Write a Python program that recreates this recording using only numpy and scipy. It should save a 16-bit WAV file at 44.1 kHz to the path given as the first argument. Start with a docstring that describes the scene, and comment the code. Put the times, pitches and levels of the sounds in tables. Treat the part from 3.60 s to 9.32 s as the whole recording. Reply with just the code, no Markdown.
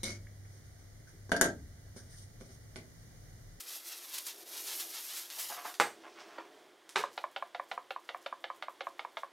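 """A small kitchen: coarse salt is poured from a canister over a raw turkey, and the canister is set down.
The salt is a dense stream of random grains, combed by gliding echoes off the canister.
The knock is a filtered push, a noise rattle and damped modes. A small pepper tin is picked up, its lid is
snapped open in a run of noise cracks, and it is shaken five or six times a second: the powder slaps the lid
on each down stroke and thuds on the bottom on the way back, as damped modes with puffs of noise."""
import sys
import numpy as np
from scipy import signal
from scipy.fft import rfft, irfft, next_fast_len
from scipy.io import wavfile
from scipy.ndimage import map_coordinates

SR = 44100
rng = np.random.default_rng(int(sys.argv[2]) if len(sys.argv) > 2 else 0)


def inscribe(sig):
    """Save sig as 16-bit PCM at rate SR to the path in sys.argv[1].

    A 1-D sig is mono; a 2-D sig holds one channel per row.
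    Samples are clipped to [-1, 1] before scaling.
    """
    pcm = np.round(np.clip(np.atleast_2d(sig).T, -1, 1) * 32767)
    wavfile.write(sys.argv[1], SR, pcm.astype(np.int16))


N = 252252  # length in samples
T = np.arange(SR // 3) / SR  # time within one hit, s
TOP_HZ = 15800  # upper band limit


# level_db is a relative mix level; some players add a fixed gain to it.
def amp(db):
    """Decibels to gain."""
    return 10 ** (np.asarray(db) / 20)


def unit(x):
    """Scale to rms 1."""
    return x / np.sqrt(np.mean(x ** 2) + 1e-20)


def norm(x):
    """Scale to energy 1."""
    return x / np.sqrt(np.sum(x ** 2) + 1e-20)


def along(points, hz):
    """Read a curve of (Hz, value) points on a log frequency axis."""
    point_hz, values = np.transpose(points)
    return np.interp(np.log(hz + 1), np.log(point_hz + 1), values)


def wobble(rate):
    """A smooth random curve with rate knots a second."""
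    knots = rng.standard_normal(int(N * rate / SR) + 4)
    return map_coordinates(knots, [np.arange(N) * rate / SR])


def fade(t, t60):
    """Exponential decay by 60 dB in t60 seconds."""
    return np.exp(-np.log(1000) * t / t60)


def puff(rise):
    """A gain that peaks at 1 after rise seconds and trails off."""
    return T / rise * np.exp(1 - T / rise)


def swell(s, width):
    """A smooth bell-shaped gain that rises to 1 at s seconds and falls again."""
    return np.exp(-((np.arange(N) / SR - s) / width) ** 2)


def colour(x, spectrum):
    """Causal minimum-phase filter with the gain of the (Hz, dB) points."""
    n = x.shape[-1]
    m = 2 * next_fast_len(n // 2 + 2048)
    gain = amp(along(spectrum, np.fft.rfftfreq(m, 1 / SR)))
    cepstrum = irfft(np.log(gain))
    # folding the cepstrum forward in time gives minimum phase
    cepstrum[1:m // 2] *= 2
    cepstrum[m // 2 + 1:] = 0
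    return irfft(rfft(x, m) * np.exp(rfft(cepstrum)))[..., :n]


def soften(x, hz):
    """A softer contact loses its treble: a gentle low-pass."""
    return signal.lfilter(*signal.butter(1, min(hz, TOP_HZ), fs=SR), x)


def burst(t60):
    """A dying puff of noise with energy 1."""
    return norm(rng.standard_normal(len(T)) * fade(T, t60))


def grains(spectrum, rate):
    """Tiny random impacts, rate a second, at rms 1."""
    impacts = rng.standard_normal(N) * np.sqrt(rng.poisson(rate / SR, N))
    return unit(colour(impacts, spectrum))


def ring(modes, detune, scatter_db):
    """Damped (Hz, dB, t60 s) modes of alternating sign, a little different on every blow."""
    out = np.zeros(len(T))
    for k, (hz, db, t60) in enumerate(sorted(modes)):
        level = amp(db + scatter_db * rng.normal())
        struck_hz = hz * (1 + detune * rng.normal())
        out += (-1) ** k * level * fade(T, t60) * np.sin(2 * np.pi * struck_hz * T)
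    return norm(out)


def sway(x, delay_ms, swing, echo_db):
    """An echo off the moving canister combs the sound with gliding ridges."""
    lag = delay_ms / 1000 * SR * np.exp(swing * wobble(3))
    echo = map_coordinates(x, [np.arange(N) - lag], order=3)
    return unit(x + amp(echo_db) * echo)


# decay of the room's tail: pitch_hz, t60_s
ROOM_DECAY = [(200, 0.46), (1000, 0.2), (4000, 0.27), (12000, 0.33)]


def kitchen(x, near_db, tail_db):
    """Direct sound, quick echoes off counter and cupboards, then the room's tail."""
    hz, t, z = signal.stft(rng.standard_normal(len(T)), SR, nperseg=256)
    decay = fade(t, along(ROOM_DECAY, hz)[:, None])
    tail = signal.istft(z * decay, SR, nperseg=256)[1][:len(T)]
    tail = tail * np.minimum(T / 0.014, 1)  # the tail builds up over 14 ms
    # twelve echoes at random moments and signs
    moments = (rng.uniform(.002, .016, size=12) * SR).astype(int)
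    near = np.bincount(moments, rng.choice([-1, 1], size=12), len(T)) * fade(T, t60=.09)
    room = amp(near_db) * norm(near) + amp(tail_db) * norm(tail)
    return x + signal.fftconvolve(x, room)[:len(x)]


def add(track, s, sound):
    """Mix a sound in at s seconds."""
    start = max(round(s * SR), 0)
    track[start:start + len(sound)] += sound[:N - start]


# colour of the room noise: pitch_hz, gain_db
AIR_COLOUR = [(25, -56), (60, -37), (110, -29), (205, -23), (291, -11.5), (352, -5), (414, -10.5),
              (473, -10), (1010, -13), (1980, -14.5), (2660, -21), (3300, -15), (3880, -21), (9990, -30.5),
              (15800, -38.5)]
AIR_DB = -62.5  # mean level, before the flutter


def air():
    """Fluttering kitchen noise and a low drone; a mostly low layer has opposite sign in the two channels."""
    mid = unit(colour(rng.standard_normal(N), AIR_COLOUR))
    drone_colour = [(250, -62.5), (325, -12.0), (350, 0.5), (380, -26.0), (500, -47.5)]
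    drone = amp(-78.5) * unit(colour(rng.standard_normal(N), drone_colour))
    side_colour = [(30, -3), (100, -5), (200, 0), (400, 7.0), (900, 5), (2000, -34), (8000, -51)]
    side = amp(-81.5) * unit(colour(rng.standard_normal(N), side_colour))
    return amp(AIR_DB) * mid * amp(0.84 * wobble(15.0)) + drone + np.array([side, -side])


# low, soft shuffles as the cook moves: middle_s, level_db, swell_s
SHUFFLES = [(.82, -62.5, 0.13), (1.05, -63, .12), (1.26, -60, 0.069), (2.68, -60.5, 0.42)]
# dull colour of the shuffles: pitch_hz, gain_db
SHUFFLE_COLOUR = [(120, -29.5), (230, -11.5), (330, 1.5), (400, 3), (520, -7.5), (700, 1), (1200, -32.5)]
# hands scuffing among the containers: start_s, level_db, rise_s
SCUFFS = [(2.428, -51, 0.021), (2.549, -57, 0.047), (2.68, -60.5, 0.077), (2.778, -48.5, 0.008)]
# hollow cardboard colour, shared with the salt slumps: pitch_hz, gain_db
CARDBOARD = [(150, -60), (250, -15), (415, -7.5), (507, -6.5), (730, 4), (920, -4), (1020, 2.5),
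             (2130, -6.5), (3500, -12.5), (4550, -45), (7700, -120)]
SLEEVE_S, SLEEVE_DB, SLEEVE_WIDTH_S = 2.605, -61, 0.018  # a sleeve brushes past
REACH_DB, REACH_WIDTH_S = -65.5, 0.3  # the arm's fainter rustle around that moment


def handling():
    """Hands scuff on cardboard; sleeve and body rub as swelling streams of grains."""
    touch = np.zeros(N)
    for s, db, rise in SCUFFS:
        add(touch, s, amp(db) * puff(rise))
    scuffs = touch * amp(1.2 * wobble(65)) * grains(CARDBOARD, rate=1200)
    arm = amp(SLEEVE_DB) * swell(SLEEVE_S, SLEEVE_WIDTH_S) + amp(REACH_DB) * swell(SLEEVE_S, REACH_WIDTH_S)
    cloth = arm * grains([(800, -9), (2000, 8.5), (5500, 9), (9000, -6), (15000, -33)], rate=2200)
    movement = sum(amp(db) * swell(s, width) for s, db, width in SHUFFLES)
    shuffle = movement * grains(SHUFFLE_COLOUR, rate=2500)
    return kitchen(scuffs + cloth + shuffle, near_db=-6.5, tail_db=-8.0)


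# light ticks as the containers are handled: start_s, level_db
LIGHT_TICKS = [(1.7022, -28.5), (2.05, -47), (2.142, -31), (3.2926, -32.5)]


def ticks():
    """Light, bright contacts: a click with a little short noise."""
    out = np.zeros(N)
    bright = [(100, -28), (400, -18), (1500, 2), (6000, 5.0), (11000, -3.5), (15000, -14)]
    for s, db in LIGHT_TICKS:
        tick = norm(colour((T == 0) + 0.24 * burst(0.0058), bright))
        add(out, s, amp(db + 6.5) * kitchen(tick, near_db=-1.0, tail_db=1.5))
    return out


# heaps of salt slumping in the canister as it is turned upright: start_s, level_db, pitch_hz
SALT_SLUMPS = [(1.77, -56.5, 910), (1.897, -46.5, 795), (1.965, -47, 1130), (2.046, -42.5, 1010)]
SLUMP_RISE_S, TRICKLE_RISE_S = 0.0094, .02  # the boom, and its loose crystals
TRICKLE_DB = -3  # relative to the boom


def slumps():
    """A heap of salt slides over and booms briefly in the cardboard tube; loose crystals trickle with it."""
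    out, trickle = np.zeros(N), np.zeros(N)
    for s, db, hz in SALT_SLUMPS:
        boom = signal.lfilter(*signal.iirpeak(hz, 4, fs=SR), rng.standard_normal(len(T)))
        add(out, s, amp(db) * puff(SLUMP_RISE_S) * unit(soften(boom, hz=3000)))
        add(trickle, s, amp(db + TRICKLE_DB) * puff(TRICKLE_RISE_S))
    return out + kitchen(trickle * grains(CARDBOARD, rate=1200), near_db=-3.5, tail_db=-4.0)


# canister meeting the counter and rocking flat: start_s, level_db, hardness_hz (treble cutoff)
CANISTER_KNOCKS = [(2.1998, -14.5, 12100), (2.2121, -22, 2490)]
# colour of the struck counter: pitch_hz, gain_db
COUNTER_COLOUR = [(50, -57), (90, -29), (150, -27), (350, -9.5), (600, -3), (900, -1), (1500, -2),
                  (2200, -6), (3500, -13.5), (5500, -16.5), (8500, -16.5), (12000, -22), (15800, -27)]
# modes of the canister on the counter: pitch_hz, level_db, t60_s
CANISTER_MODES = [(167, -14.5, 0.18), (340, -5, 0.11), (494, 3, 0.16), (822, 8, 0.18), (1114, -14, 0.33),
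                  (1330, -1, 0.13), (1500, 9, 0.1), (1636, -4, .16), (2140, -15, 0.18), (2426, 2.5, 0.098)]
# modes of the canister's metal spout: pitch_hz, level_db, t60_s
SPOUT_MODES = [(5930, -4, .14), (6520, -6, .18), (7350, -6, .25), (8300, 0, 0.26), (9500, -10, .16),
               (13830, -6, .2)]


def knocks():
    """The canister's rim strikes the counter: one push, a short rattle of salt, a hollow ring and a thin ping."""
    out = np.zeros(N)
    for s, db, hard_hz in CANISTER_KNOCKS:
        push = soften(norm(colour(1.0 * (T == 0), COUNTER_COLOUR)), hz=3120)
        rattle = norm(colour(burst(0.18), COUNTER_COLOUR))
        blow = kitchen(push + amp(-3) * rattle, near_db=-12.5, tail_db=-6.5)
        ping = kitchen(ring(SPOUT_MODES, detune=0.0017, scatter_db=.7), near_db=1.5, tail_db=-1)
        hollow = ring(CANISTER_MODES, detune=0.0015, scatter_db=3.0)
        body = amp(-4.5) * hollow + amp(-24) * ping
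        add(out, s, amp(db + 20) * soften(blow + body, hard_hz))
    return out


# the tin's plastic lid unlatching and flipping open: start_s, level_db
LID_CRACKS = [(3.3569, -33), (3.359, -17.5), (3.3657, -21), (3.3723, -26), (3.391, -28)]
# colour of the plastic: pitch_hz, gain_db
PLASTIC_COLOUR = [(71, -34), (120, -25.5), (200, -17), (270, -21), (420, -1), (540, -10.5), (770, 0),
                  (1000, -1), (1210, -3.5), (1630, -2.5), (1970, -10.5), (2510, -7), (5580, -17),
                  (7580, -19.5), (15800, -41)]


def lid():
    """The lid flips open in a quick run of cracks, each a short burst of noise."""
    out = np.zeros(N)
    for s, db in LID_CRACKS:
        crack = norm(soften(colour(burst(0.024), PLASTIC_COLOUR), hz=5100))
        add(out, s, amp(db + 16.5) * kitchen(crack, near_db=-7, tail_db=-2.0))
    return out


# pepper sifting through the holes in loose swishes: start_s, level_db, rise_s
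PEPPER_SWISHES = [(3.372, -49, 0.019), (3.5, -65.5, 0.049), (4.07, -67.5, 0.035), (4.42, -70.5, 0.033),
                  (4.605, -67, 0.023), (5.018, -68, 0.0075), (5.25, -69.5, 0.037), (5.565, -67.5, 0.028)]
FLECKS_PER_S, FLECK_DB = 70, -78.5  # coarse flecks ticking on the foil pan while the tin is shaken


def sifting():
    """Pepper swishes as the tin is flicked over, whispers through the holes on down strokes and ticks on foil."""
    flow = np.zeros(N)
    for s, db, rise in PEPPER_SWISHES:
        add(flow, s, amp(db) * puff(rise))
    for s, db in DOWN_STROKES:
        add(flow, s, amp(db - 52.0) * puff(rise=0.016))
    pepper = flow * grains([(2000, -25), (5000, 1.5), (9000, -4.5), (12000, -4.0), (15000, -14)], rate=1500)
    t = np.arange(N) / SR
    shaking = (t > DOWN_STROKES[0][0]) & (t < BACK_STROKES[-1][0])
    foil = grains([(2000, -25), (6000, -2), (12000, -2), (15000, -5)], rate=FLECKS_PER_S)
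    flecks = amp(FLECK_DB) * shaking * foil
    return kitchen(flecks, near_db=-2, tail_db=-3.5) + pepper


# the pepper tin bumping its neighbour as it is picked up: start_s, level_db
TIN_BUMPS = [(2.7844, -28.5), (2.788, -33), (2.809, -40)]
# modes of the bump: pitch_hz, level_db, t60_s
BUMP_MODES = [(324, -12.5, 0.11), (517, -2.5, 0.03), (966, 0, 0.08), (1340, -8, 0.05), (1950, -8, 0.035),
              (4530, -15, 0.022)]


def bumps():
    """Small dull contacts that ring in a few short modes."""
    out = np.zeros(N)
    for s, db in TIN_BUMPS:
        bump = ring(BUMP_MODES, detune=0.04, scatter_db=1.5)
        add(out, s, amp(db + 15.0) * kitchen(bump, near_db=-16, tail_db=-9.5))
    return out


# flow of salt from the canister: time_s, level_db
SALT_FLOW = [(0.0, -47), (0.06, -53.5), (0.08, -44), (0.16, -43.5), (0.22, -54.5), (0.28, -45),
             (0.47, -51.5), (0.56, -43), (0.64, -51.5), (0.67, -42.5), (0.74, -54), (0.83, -50.5),
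             (0.84, -61.5), (0.95, -44), (1.21, -40), (1.24, -45), (1.6, -43), (1.68, -53), (1.83, -40.5),
             (2.01, -57), (2.07, -46.5), (2.18, -68)]
# colour of the salt landing: pitch_hz, gain_db
SPRAY_COLOUR = [(1760, -41), (3000, -14), (5200, -0.5), (7670, -3.5), (12700, 3.5), (14700, -5),
                (15800, -11)]
# colour of the salt sliding on the canister wall: pitch_hz, gain_db
SLIDE_COLOUR = [(300, -26), (500, -12.5), (900, -5.5), (1500, -5), (2400, -2.5), (3600, 1.5), (6500, -1.5),
                (10000, -12), (15800, -29)]
# clumps of salt leaving the spout: start_s, level_db, length_s (loudest a quarter of the way in)
SALT_SPURTS = [(0.0024, -27, 0.019), (0.541, -27, 0.017), (0.582, -21, 0.011), (0.6644, -23, 0.014),
               (1.042, -31, 0.07), (1.196, -23, 0.031), (1.557, -26.5, 0.061), (1.782, -24.5, 0.072)]
SPRAY_DB, SLIDE_DB = -3, -5.5  # landing and sliding, relative to the flow
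SPRAY_ECHO_DB, WALL_ECHO_DB = -15, -9  # echoes off the moving canister
CRYSTALS_PER_S, CRYSTAL_DB = 520, -14  # big single crystals ticking within the stream


def salt():
    """A dense, uneven stream of crystals slides out of the canister, now and then in a clump."""
    times, flow_db = np.transpose(SALT_FLOW)
    flow = np.interp(np.arange(N) / SR, times, amp(flow_db), right=0)
    spray = sway(grains(SPRAY_COLOUR, rate=13000), delay_ms=0.713, swing=0.28, echo_db=SPRAY_ECHO_DB)
    wall = sway(grains(SLIDE_COLOUR, rate=9000), delay_ms=1.606, swing=0.198, echo_db=WALL_ECHO_DB)
    wall = wall * amp(2.1 * wobble(21.07))
    stream = flow * (amp(SPRAY_DB) * spray + amp(SLIDE_DB) * wall) * amp(1.22 * wobble(54.72))
    stream = stream + amp(CRYSTAL_DB) * flow * grains(SPRAY_COLOUR, rate=CRYSTALS_PER_S)
    clump_colour = [(100, -50), (300, -30), (1200, -9.5), (3000, -0.5), (7000, 0.5), (15000, -3.0)]
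    for s, db, length in SALT_SPURTS:
        clump = unit(colour(rng.standard_normal(len(T)), clump_colour))
        add(stream, s, amp(db - 14) * puff(length / 4) * clump)
    return kitchen(stream, near_db=-14.0, tail_db=-15.5)


# powder falling back on the bottom: start_s, level_db
BACK_STROKES = [(3.438, -20.5), (3.64, -23.5), (3.824, -25.5), (3.997, -25.5), (4.177, -26.5), (4.362, -28),
                (4.546, -29), (4.726, -27.5), (4.901, -27.5), (5.083, -29), (5.269, -26), (5.449, -29),
                (5.633, -28)]
# modes of the hand-held tin, for both strokes: pitch_hz, t60_s, lid_level_db, bottom_level_db
TIN_MODES = [(549.4, 0.064, -12.5, -19), (683, 0.035, -7.5, -13.5), (1207, 0.023, -7, -7.5),
             (1404, 0.033, -8, -21.5), (1680, 0.015, -7, -12), (2274, 0.011, -6, -14.5),
             (2960, 0.015, -14.5, -46), (3613, 0.027, -12.5, -69), (4450, 0.016, -20.5, -76)]
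# colour of the loose powder, for both strokes: pitch_hz, gain_db
POWDER_COLOUR = [(120, -45), (200, -39), (410, -10.5), (581, 2.5), (774, 3), (968, -2), (1420, -14.5),
                 (1770, -9.5), (2900, -7.5), (3630, -8.5), (5850, -25.5), (9000, -44), (11700, -44),
                 (19800, -120)]
BOTTOM_HZ = 1032  # resonance of the tin's bottom


def back_strokes():
    """The pepper falls back softly and drums on the tin's bottom."""
    out = np.zeros(N)
    for s, db in BACK_STROKES:
        modes = [(hz, at_bottom, t60) for hz, t60, _, at_bottom in TIN_MODES]
        modes.append((BOTTOM_HZ, 0, .022))
        thud = ring(modes, detune=0.022, scatter_db=1.5)
        thud = norm(thud * (1 - np.exp(-T / 0.00035)))  # a slightly rounded attack
        thud = thud + amp(-24) * norm(colour(burst(0.042), POWDER_COLOUR))
        add(out, s, amp(db + 18) * norm(kitchen(thud, near_db=-8.5, tail_db=-10)))
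    return out


# powder hitting the lid: start_s, level_db
DOWN_STROKES = [(3.577, -26), (3.762, -25.5), (3.947, -27.5), (4.114, -25.5), (4.306, -26.5), (4.49, -28.5),
                (4.661, -26.5), (4.841, -27), (5.024, -28), (5.207, -27), (5.393, -27.5), (5.57, -26.5)]
LID_HZ, LID_SAG_HZ_PER_S = 825, 98  # the lid's resonance sinks as the shaking goes on
WALL_HZ, WALL_SCATTER = 2158, 0.066  # the wall's resonance shifts with the grip from stroke to stroke
WALL_DB, WALL_GROWS_DB_PER_S = -7.5, 2  # and rings more freely with time


def down_strokes():
    """The slug of pepper slaps the lid amid loose grains; the resonances shift with the grip and the fill."""
    out = np.zeros(N)
    for s, db in DOWN_STROKES:
        elapsed = s - DOWN_STROKES[0][0]
        lid_mode = (LID_HZ - LID_SAG_HZ_PER_S * elapsed, -6, .042)
        wall_hz = WALL_HZ * (1 + WALL_SCATTER * rng.normal())
        wall_mode = (wall_hz, WALL_DB + WALL_GROWS_DB_PER_S * elapsed, .025)
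        modes = [(hz, at_lid, t60) for hz, t60, at_lid, _ in TIN_MODES] + [lid_mode, wall_mode]
        loose = norm(colour(burst(0.067), POWDER_COLOUR))
        slap = ring(modes, detune=0.0079, scatter_db=1.3) + amp(-1) * loose
        add(out, s, amp(db + 17.5) * norm(kitchen(slap, near_db=-10, tail_db=-9.0)))
    return out


def tin():
    """The tin is too small to radiate bass, so its strokes and bumps are high-passed."""
    no_bass = signal.butter(2, 230, "high", fs=SR, output="sos")
    return signal.sosfilt(no_bass, down_strokes() + back_strokes() + bumps())


def scene():
    """The salt is mixed equally in both channels; everything else is 1.4 dB louder in the right."""
    things = handling() + slumps() + knocks() + lid() + ticks() + tin() + sifting()
    return salt() + (things + air()) * amp([[-.7], [.7]])  # left, right dB


def record(dry):
    """The microphone sheds deep bass and keeps nothing above its band limit."""
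    thin = signal.sosfilt(signal.butter(1, 70, "high", fs=SR, output="sos"), dry)
    m = next_fast_len(N + SR // 2)
    in_band = np.fft.rfftfreq(m, 1 / SR) < TOP_HZ
    return irfft(rfft(thin, m) * in_band, m)[:, :N]


dry = scene()
out = record(dry)
inscribe(out)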